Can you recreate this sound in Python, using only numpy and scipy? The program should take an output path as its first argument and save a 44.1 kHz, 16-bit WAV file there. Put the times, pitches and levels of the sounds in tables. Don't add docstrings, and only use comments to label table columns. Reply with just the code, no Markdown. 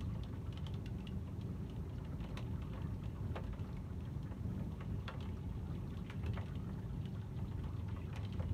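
import sys
import numpy as np
from scipy import signal
from scipy.fft import rfft, irfft, next_fast_len
from scipy.io import wavfile

SR = 44100
rng = np.random.default_rng(int(sys.argv[2]) if len(sys.argv) > 2 else 0)


def store_wav(level_fs):
    pcm = np.round(np.clip(np.atleast_2d(level_fs), -1, 1) * 32767)
    wavfile.write(sys.argv[1], SR, pcm.T.astype(np.int16))


N = 376173
TIME = np.arange(N) / SR
RING_TIME = np.arange(SR // 12) / SR


def from_db(db):
    return 10 ** (np.asarray(db) / 20)


def rms_one(x):
    return x / np.sqrt(np.mean(x ** 2) + 1e-20)


def envelope(rows):
    return from_db(np.interp(TIME, *np.transpose(rows)))


def response(rows, hz):
    row_hz, row_db = np.transpose(rows)
    return from_db(np.interp(np.log(np.maximum(hz, 1)), np.log(row_hz), row_db))


def drift(rate_hz):
    pole = np.exp(-200 * np.pi * rate_hz / SR)
    slow = signal.lfilter([1], [1, -2 * pole, pole * pole], rng.standard_normal(N // 100 + 2002))[2000:]
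    return np.interp(np.arange(N) / 100, np.arange(len(slow)), rms_one(slow))


def noise(spectrum):
    size = next_fast_len(N)
    colour = response(spectrum, np.fft.rfftfreq(size, 1 / SR))
    return rms_one(irfft(rfft(rng.standard_normal(size)) * colour, size)[:N])


def rotor(hz, orders, wander, waver_db):
    turns = np.cumsum(hz * (1 + wander * drift(1.12))) / SR
    tones = np.zeros(N)
    for order, db in orders:
        amplitude = np.sqrt(2) * from_db(db + waver_db * drift(3.0))
        tones += amplitude * np.sin(2 * np.pi * (round(order) * turns + rng.random()))
    return tones


def engine(firing_hz=28.0):
    # time in seconds, level in dB.
    idle = [(0, -48.5), (.9, -46), (1.4, -49.5), (2.6, -48), (7.3, -47.5), (8.53, -42.5)]
    # multiple of the firing rate, level in dB relative to the idle.
    orders = [(1, -46.5), (2, -10.5), (3, -4.5), (5, -10), (6, -17.5), (8, -19.5)]
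    return envelope(idle) * rotor(firing_hz, orders, wander=0.00413, waver_db=3.0)


def fan(blade_hz=188.5):
    # multiple of the blade rate, rms level in dB.
    orders = [(1, -57.5), (2, -70)]
    return rotor(blade_hz, orders, wander=0.003, waver_db=1.45)


def panel_drone():
    # time in seconds, rms level in dB.
    swell = [(4, -60), (5, -55), (7.4, -54), (8.53, -43.5)]
    return envelope(swell) * rotor(hz=103.5, orders=[(1, 0.022)], wander=0.0074, waver_db=-3.5)


def cabin_rumble():
    # frequency in Hz, relative spectral density in dB
    spectrum = [(20, -30), (35, -14.5), (52, -2), (80, -3.5), (112, 1), (135, -3), (195, -6), (228, -12),
                (270, -11.5), (310, -17), (390, -16.5), (460, -24.5), (700, -29), (1500, -58.5)]
    return from_db(-45.0 + 1.34 * drift(5)) * noise(spectrum)


def vent_air():
    # frequency in Hz, relative spectral density in dB.
    spectrum = [(400, -3), (870, 1), (1200, -4.5), (1600, -7.5), (3000, -14.5), (4000, -16), (4800, -19),
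                (5800, -19.5), (8300, -22), (11000, -29.5), (13000, -29.5), (16000, -31)]
    return from_db(-66.0) * noise(spectrum)


def strike(centre_hz, octaves, t60, rise_s, window_s, direct, spread_s, ping, uneven_db, mode_count=400):
    # frequency in Hz, relative gain in dB.
    pane = [(300, -7), (500, 4), (700, 1.5), (900, -3), (1200, -0.5), (1550, -2.5), (2000, 2.5), (2300, -2),
            (2800, 3.5), (3900, 1.5), (4900, -2.5), (6000, -4), (9000, -10.5), (15000, -18.5)]
    centre_hz = np.asarray(centre_hz)[:, None]

    def colour(hz):
        return np.exp(-.5 * (np.log2(np.maximum(hz, 1) / centre_hz) / octaves) ** 2) * response(pane, hz)

    def levelled(x):
        return x / np.sqrt(np.sum(x ** 2, axis=1, keepdims=True) / (window_s * SR) + 1e-20)

    hz = np.fft.rfftfreq(len(RING_TIME), 1 / SR)
    turns = (rise_s - spread_s) * hz + 2 * spread_s * np.sqrt(centre_hz * hz)
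    wave = irfft(colour(hz) * np.exp(-2j * np.pi * (turns + rng.random(centre_hz.shape))), len(RING_TIME))

    mode_hz = np.geomspace(300, 15500, mode_count)
    age = RING_TIME * np.sqrt(mode_hz / 1000)[:, None]
    decay = (1 - np.exp(-(age / rise_s) ** 2)) * from_db(-60 * age / t60)
    modes = decay * np.sin(2 * np.pi * (mode_hz[:, None] * RING_TIME + rng.random((mode_count, 1))))
    sign, share = rng.standard_normal((len(centre_hz), 2, mode_count)).transpose(1, 0, 2)
    rings = (colour(mode_hz) * np.sign(sign) * from_db(uneven_db * share)) @ modes
    blow = levelled(np.sqrt(direct) * levelled(wave) + np.sqrt(1 - direct) * levelled(rings))

    cycles = centre_hz * RING_TIME
    onset = 1 - np.exp(-(RING_TIME / rise_s) ** 2)
    tone = onset * np.sin(2 * np.pi * cycles) * from_db(-60 * cycles / 90)
    return levelled(np.sqrt(1 - ping) * blow + np.sqrt(ping) * levelled(tone))


def land(starts, blows, level_db, soft_s):
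    onset = 1 - np.exp(-RING_TIME / np.reshape(np.maximum(soft_s, 1 / SR), (-1, 1)))
    track = np.zeros(N)
    for start, sound in zip(starts, blows * onset * from_db(level_db)[:, None]):
        at = int(np.clip(start * SR, 0, N - 1))
        track[at:at + len(sound)] += sound[:N - at]
    return track


def resonate(x, peaks):
    for hz, width_hz, db in peaks:
        x = x + (from_db(db) - 1) * signal.lfilter(*signal.iirpeak(hz, hz / width_hz, fs=SR), x)
    return x


def near_drops():
    # start in seconds, knock level in dB, knock centre in Hz,
    # tick level in dB, tick centre in Hz, splash level in dB. Levels hold before the onset is softened.
    drops = [(0.005, -63, 990, -55, 2670, -62.5), (0.149, -58, 756, -67, 2890, -79),
             (0.2331, -60, 725, -53.5, 3430, -68), (0.283, -61.5, 1005, -71, 2900, -82),
             (0.325, -59.5, 1120, -80, 3440, -82), (0.466, -66, 1100, -65, 2900, -79),
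             (0.524, -69, 1520, -56.5, 2890, -66), (0.558, -62, 1100, -64, 2480, -82),
             (0.5725, -63, 980, -51.5, 3020, -66), (0.6402, -64, 1330, -64.5, 2820, -79),
             (0.664, -58, 888, -49, 3140, -62), (0.738, -67, 1120, -56, 3560, -71),
             (0.8578, -84, 1090, -52.5, 2740, -63), (0.983, -75, 1510, -64, 2500, -75),
             (1.002, -75, 1100, -61, 2690, -73), (1.069, -79, 1110, -50, 2865, -66),
             (1.273, -58, 1020, -64, 2780, -82), (1.411, -68, 1140, -58, 3250, -70),
             (1.695, -61.5, 900, -58, 2980, -69), (1.761, -81, 1100, -64, 3040, -77),
             (1.893, -61, 860, -65.5, 3240, -82), (1.98, -65, 944, -64.5, 2900, -82),
             (2.047, -59.5, 970, -60, 2860, -71), (2.126, -60, 870, -87, 2660, -87),
             (2.2027, -64, 1380, -58, 2680, -72), (2.227, -73, 1090, -62.5, 2470, -82),
             (2.2392, -56, 963, -55.5, 2970, -70), (2.287, -59, 690, -62, 2490, -69),
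             (2.304, -58, 690, -78, 2160, -82), (2.3706, -51, 989, -47.5, 2610, -55.5),
             (2.389, -64, 1010, -58, 2850, -69), (2.424, -71, 1100, -62, 3020, -75),
             (2.618, -57.5, 940, -57.5, 2620, -69), (2.732, -56, 912, -57, 2460, -72),
             (2.772, -56, 1088, -75.0, 2210, -82), (2.8167, -63, 1255, -59, 2680, -73),
             (3.035, -59, 780, -60, 2610, -73), (3.054, -66, 900, -60, 2740, -70),
             (3.3541, -45, 534, -54, 3030, -64), (3.3607, -48.5, 1200, -55, 2420, -71),
             (3.436, -58.5, 1000, -64, 2930, -67.5), (3.464, -62, 1030, -66, 2830, -73),
             (3.527, -56.5, 1030, -63, 2220, -76), (3.591, -65, 1095, -60.5, 2670, -70),
             (3.641, -59, 1055, -71, 2670, -79), (3.685, -59.5, 1075, -72, 2700, -82),
             (3.727, -69, 1130, -65.5, 4200, -81), (3.766, -78, 2000, -59, 2220, -72),
             (4.003, -79, 1090, -63, 2600, -75), (4.051, -61, 810, -61.5, 3220, -78),
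             (4.227, -80, 1100, -64, 3200, -69), (4.31, -56, 860, -64.5, 2570, -80),
             (4.547, -67, 1090, -65.5, 3050, -79), (4.592, -57, 826, -64, 2410, -79),
             (4.718, -73, 1100, -66, 3520, -80), (4.804, -53, 1128, -57, 2050, -69),
             (4.845, -78, 1110, -67, 2890, -75), (5.078, -47, 1394, -48.5, 3400, -61),
             (5.087, -52.5, 894, -62, 2470, -80), (5.109, -64, 1070, -64, 3130, -74),
             (5.136, -54.5, 982, -67, 3040, -76), (5.204, -59, 1040, -54.5, 3370, -68),
             (5.2252, -60, 1080, -56, 3060, -68), (5.252, -57.5, 1230, -66, 3150, -73),
             (5.287, -74, 790, -60.5, 2260, -74), (5.751, -86, 1100, -64.5, 2950, -76),
             (5.903, -81, 1090, -64.5, 2840, -72), (5.969, -78, 1100, -60, 2990, -69),
             (6.059, -62.5, 2190, -63, 2360, -82), (6.096, -52.5, 1413, -53, 2330, -65),
             (6.104, -64, 1400, -56, 2170, -64.5), (6.232, -57.5, 1177, -60, 2130, -80),
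             (6.26, -58, 1135, -52.5, 2660, -63), (6.333, -64, 1090, -56.5, 2930, -71),
             (6.341, -73, 1120, -58, 3020, -77), (6.358, -57.5, 1200, -59, 2810, -74),
             (6.3704, -48.5, 1153, -49, 1984, -75), (6.41, -56.5, 780, -57, 2630, -70),
             (6.457, -65, 1160, -60, 2640, -69), (6.481, -64, 1120, -60, 2560, -69),
             (6.553, -80, 1090, -58, 2840, -72), (6.689, -57.5, 1055, -78, 2320, -81),
             (6.855, -63, 1150, -80, 2720, -84), (7.053, -72, 1130, -55.5, 2960, -68),
             (7.1453, -59, 840, -64, 3300, -74), (7.213, -76, 1110, -65, 3100, -74),
             (7.385, -58, 920, -65, 2740, -82), (7.51, -58.5, 990, -70, 2800, -76),
             (7.6351, -59, 910, -63, 2970, -71), (7.658, -60, 960, -73, 2740, -80),
             (7.732, -74, 1100, -67, 2620, -77), (7.883, -58.5, 1200, -69, 2130, -85),
             (7.96, -55.5, 1100, -83, 2110, -81), (8.127, -56, 1060, -58, 2450, -78),
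             (8.1565, -53.5, 963, -53.5, 2410, -57), (8.167, -57, 1142, -54, 2470, -76),
             (8.205, -60, 1010, -73, 2700, -80), (8.229, -59.5, 1155, -61, 3330, -69),
             (8.2483, -74, 1050, -54, 3170, -71), (8.323, -78, 1090, -56, 3135, -72),
             (8.332, -62, 1110, -62, 3060, -68), (8.3927, -50, 817, -67, 2050, -70),
             (8.421, -57, 1020, -59.5, 2890, -72), (8.4902, -61.5, 935, -62.5, 2900, -76)]
    # frequency in Hz, width in Hz, gain in dB.
    panel_modes = [(542, 30, 2.5), (889, 15, 5), (1100, 21, 3)]
    starts, knock_db, knock_hz, tick_db, tick_hz, splash_db = np.transpose(drops)
    splash_hz, splash_lag_s = np.full(len(starts), 9200), 0.0008
    distance = np.minimum(from_db(-52.5 - np.maximum(knock_db, tick_db)), 3)
    on_body = 1 / (1 + from_db(tick_db - knock_db))
    soft_s = distance * 0.00045 + on_body * 0.0025
    knock = strike(knock_hz, octaves=0.89, t60=0.08, rise_s=0.005, window_s=0.024,
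                   direct=0.25, spread_s=0.0085, ping=0.07, uneven_db=4)
    tick = strike(tick_hz, octaves=0.49, t60=0.043, rise_s=0.0033, window_s=0.0066,
                  direct=0.28, spread_s=0.0066, ping=0.28, uneven_db=3)
    splash = strike(splash_hz, octaves=0.95, t60=0.16, rise_s=0.0022, window_s=0.0095,
                    direct=0.26, spread_s=0.0012, ping=0, uneven_db=2)
    impacts = land(starts, knock, knock_db, soft_s=distance * 0.0029)
    impacts += land(starts, tick, tick_db, soft_s)
    impacts += land(starts + splash_lag_s, splash, splash_db, soft_s)
    return resonate(impacts, panel_modes)


def flurry_lift(times, rise_s=0.92, fall_s=0.64):
    # time of the peak in seconds, full lift in dB, of which a patter takes a share.
    flurries = [(0.03, 14), (2.35, 12), (3.45, 10), (5.2, 6.5), (6.2, 13), (7.7, 8.5), (8.4, 10)]
    return sum(lift_db * np.exp(-((times - top) / np.where(times < top, rise_s, fall_s)) ** 2)
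               for top, lift_db in flurries)


def patter(count, level_db, uneven_db, flurry_share, centre_hz, scatter_octaves, octaves, t60,
           soft_s, ping):
    starts = rng.random(count) * N / SR
    size_db = uneven_db * rng.uniform(-1.04, 1, count)
    pitch_hz = centre_hz * 2 ** (scatter_octaves * rng.standard_normal(count))
    blows = strike(pitch_hz, octaves, t60, rise_s=0.0021, window_s=0.0097,
                   direct=0.05, spread_s=0.006, ping=ping, uneven_db=8, mode_count=320)
    return land(starts, blows, level_db + size_db + flurry_share * flurry_lift(starts), soft_s)


def cabin_reflections(x, wet_db, t60, build_s):
    onset = 1 - np.exp(-(RING_TIME / build_s) ** 2)
    tail = rng.standard_normal(len(RING_TIME)) * from_db(-60 * RING_TIME / t60) * onset
    tail = signal.sosfilt(signal.butter(1, 5000, fs=SR, output="sos"), tail / np.linalg.norm(tail))
    return x + from_db(wet_db) * signal.fftconvolve(x, tail)[:N]


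def scene():
    on_glass = patter(count=600, level_db=-79.5, uneven_db=1.5, flurry_share=0.71, centre_hz=2688,
                      scatter_octaves=0.39, octaves=0.33, t60=0.13, soft_s=0.0029, ping=0.2)
    on_roof = patter(count=430, level_db=-68.5, uneven_db=5, flurry_share=0.28, centre_hz=1053.6,
                     scatter_octaves=0.38, octaves=0.25, t60=0.12, soft_s=0.0041, ping=0.56)
    rain = cabin_reflections(near_drops() + on_glass + on_roof, wet_db=-8.0, t60=0.16, build_s=0.0056)
    car = engine() + fan() + panel_drone() + cabin_rumble() + vent_air()
    return (rain + car)[None]


def record(dry):
    # frequency in Hz, width in Hz, gain in dB.
    colour_peaks = [(736, 188, -5), (857, 79, 4), (1048, 32, -14), (1073, 28, 6.5), (4850, 320, -5),
                    (7530, 670, -4), (10360, 630, -4.5), (12550, 300, 2.5)]
    padded = np.pad(resonate(dry[0], colour_peaks), 400, "reflect", reflect_type="odd")
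    low_pass = signal.firwin(801, cutoff=15650, fs=SR)
    return signal.fftconvolve(padded, low_pass, mode="valid")[None]


dry = scene()
out = record(dry)
store_wav(out)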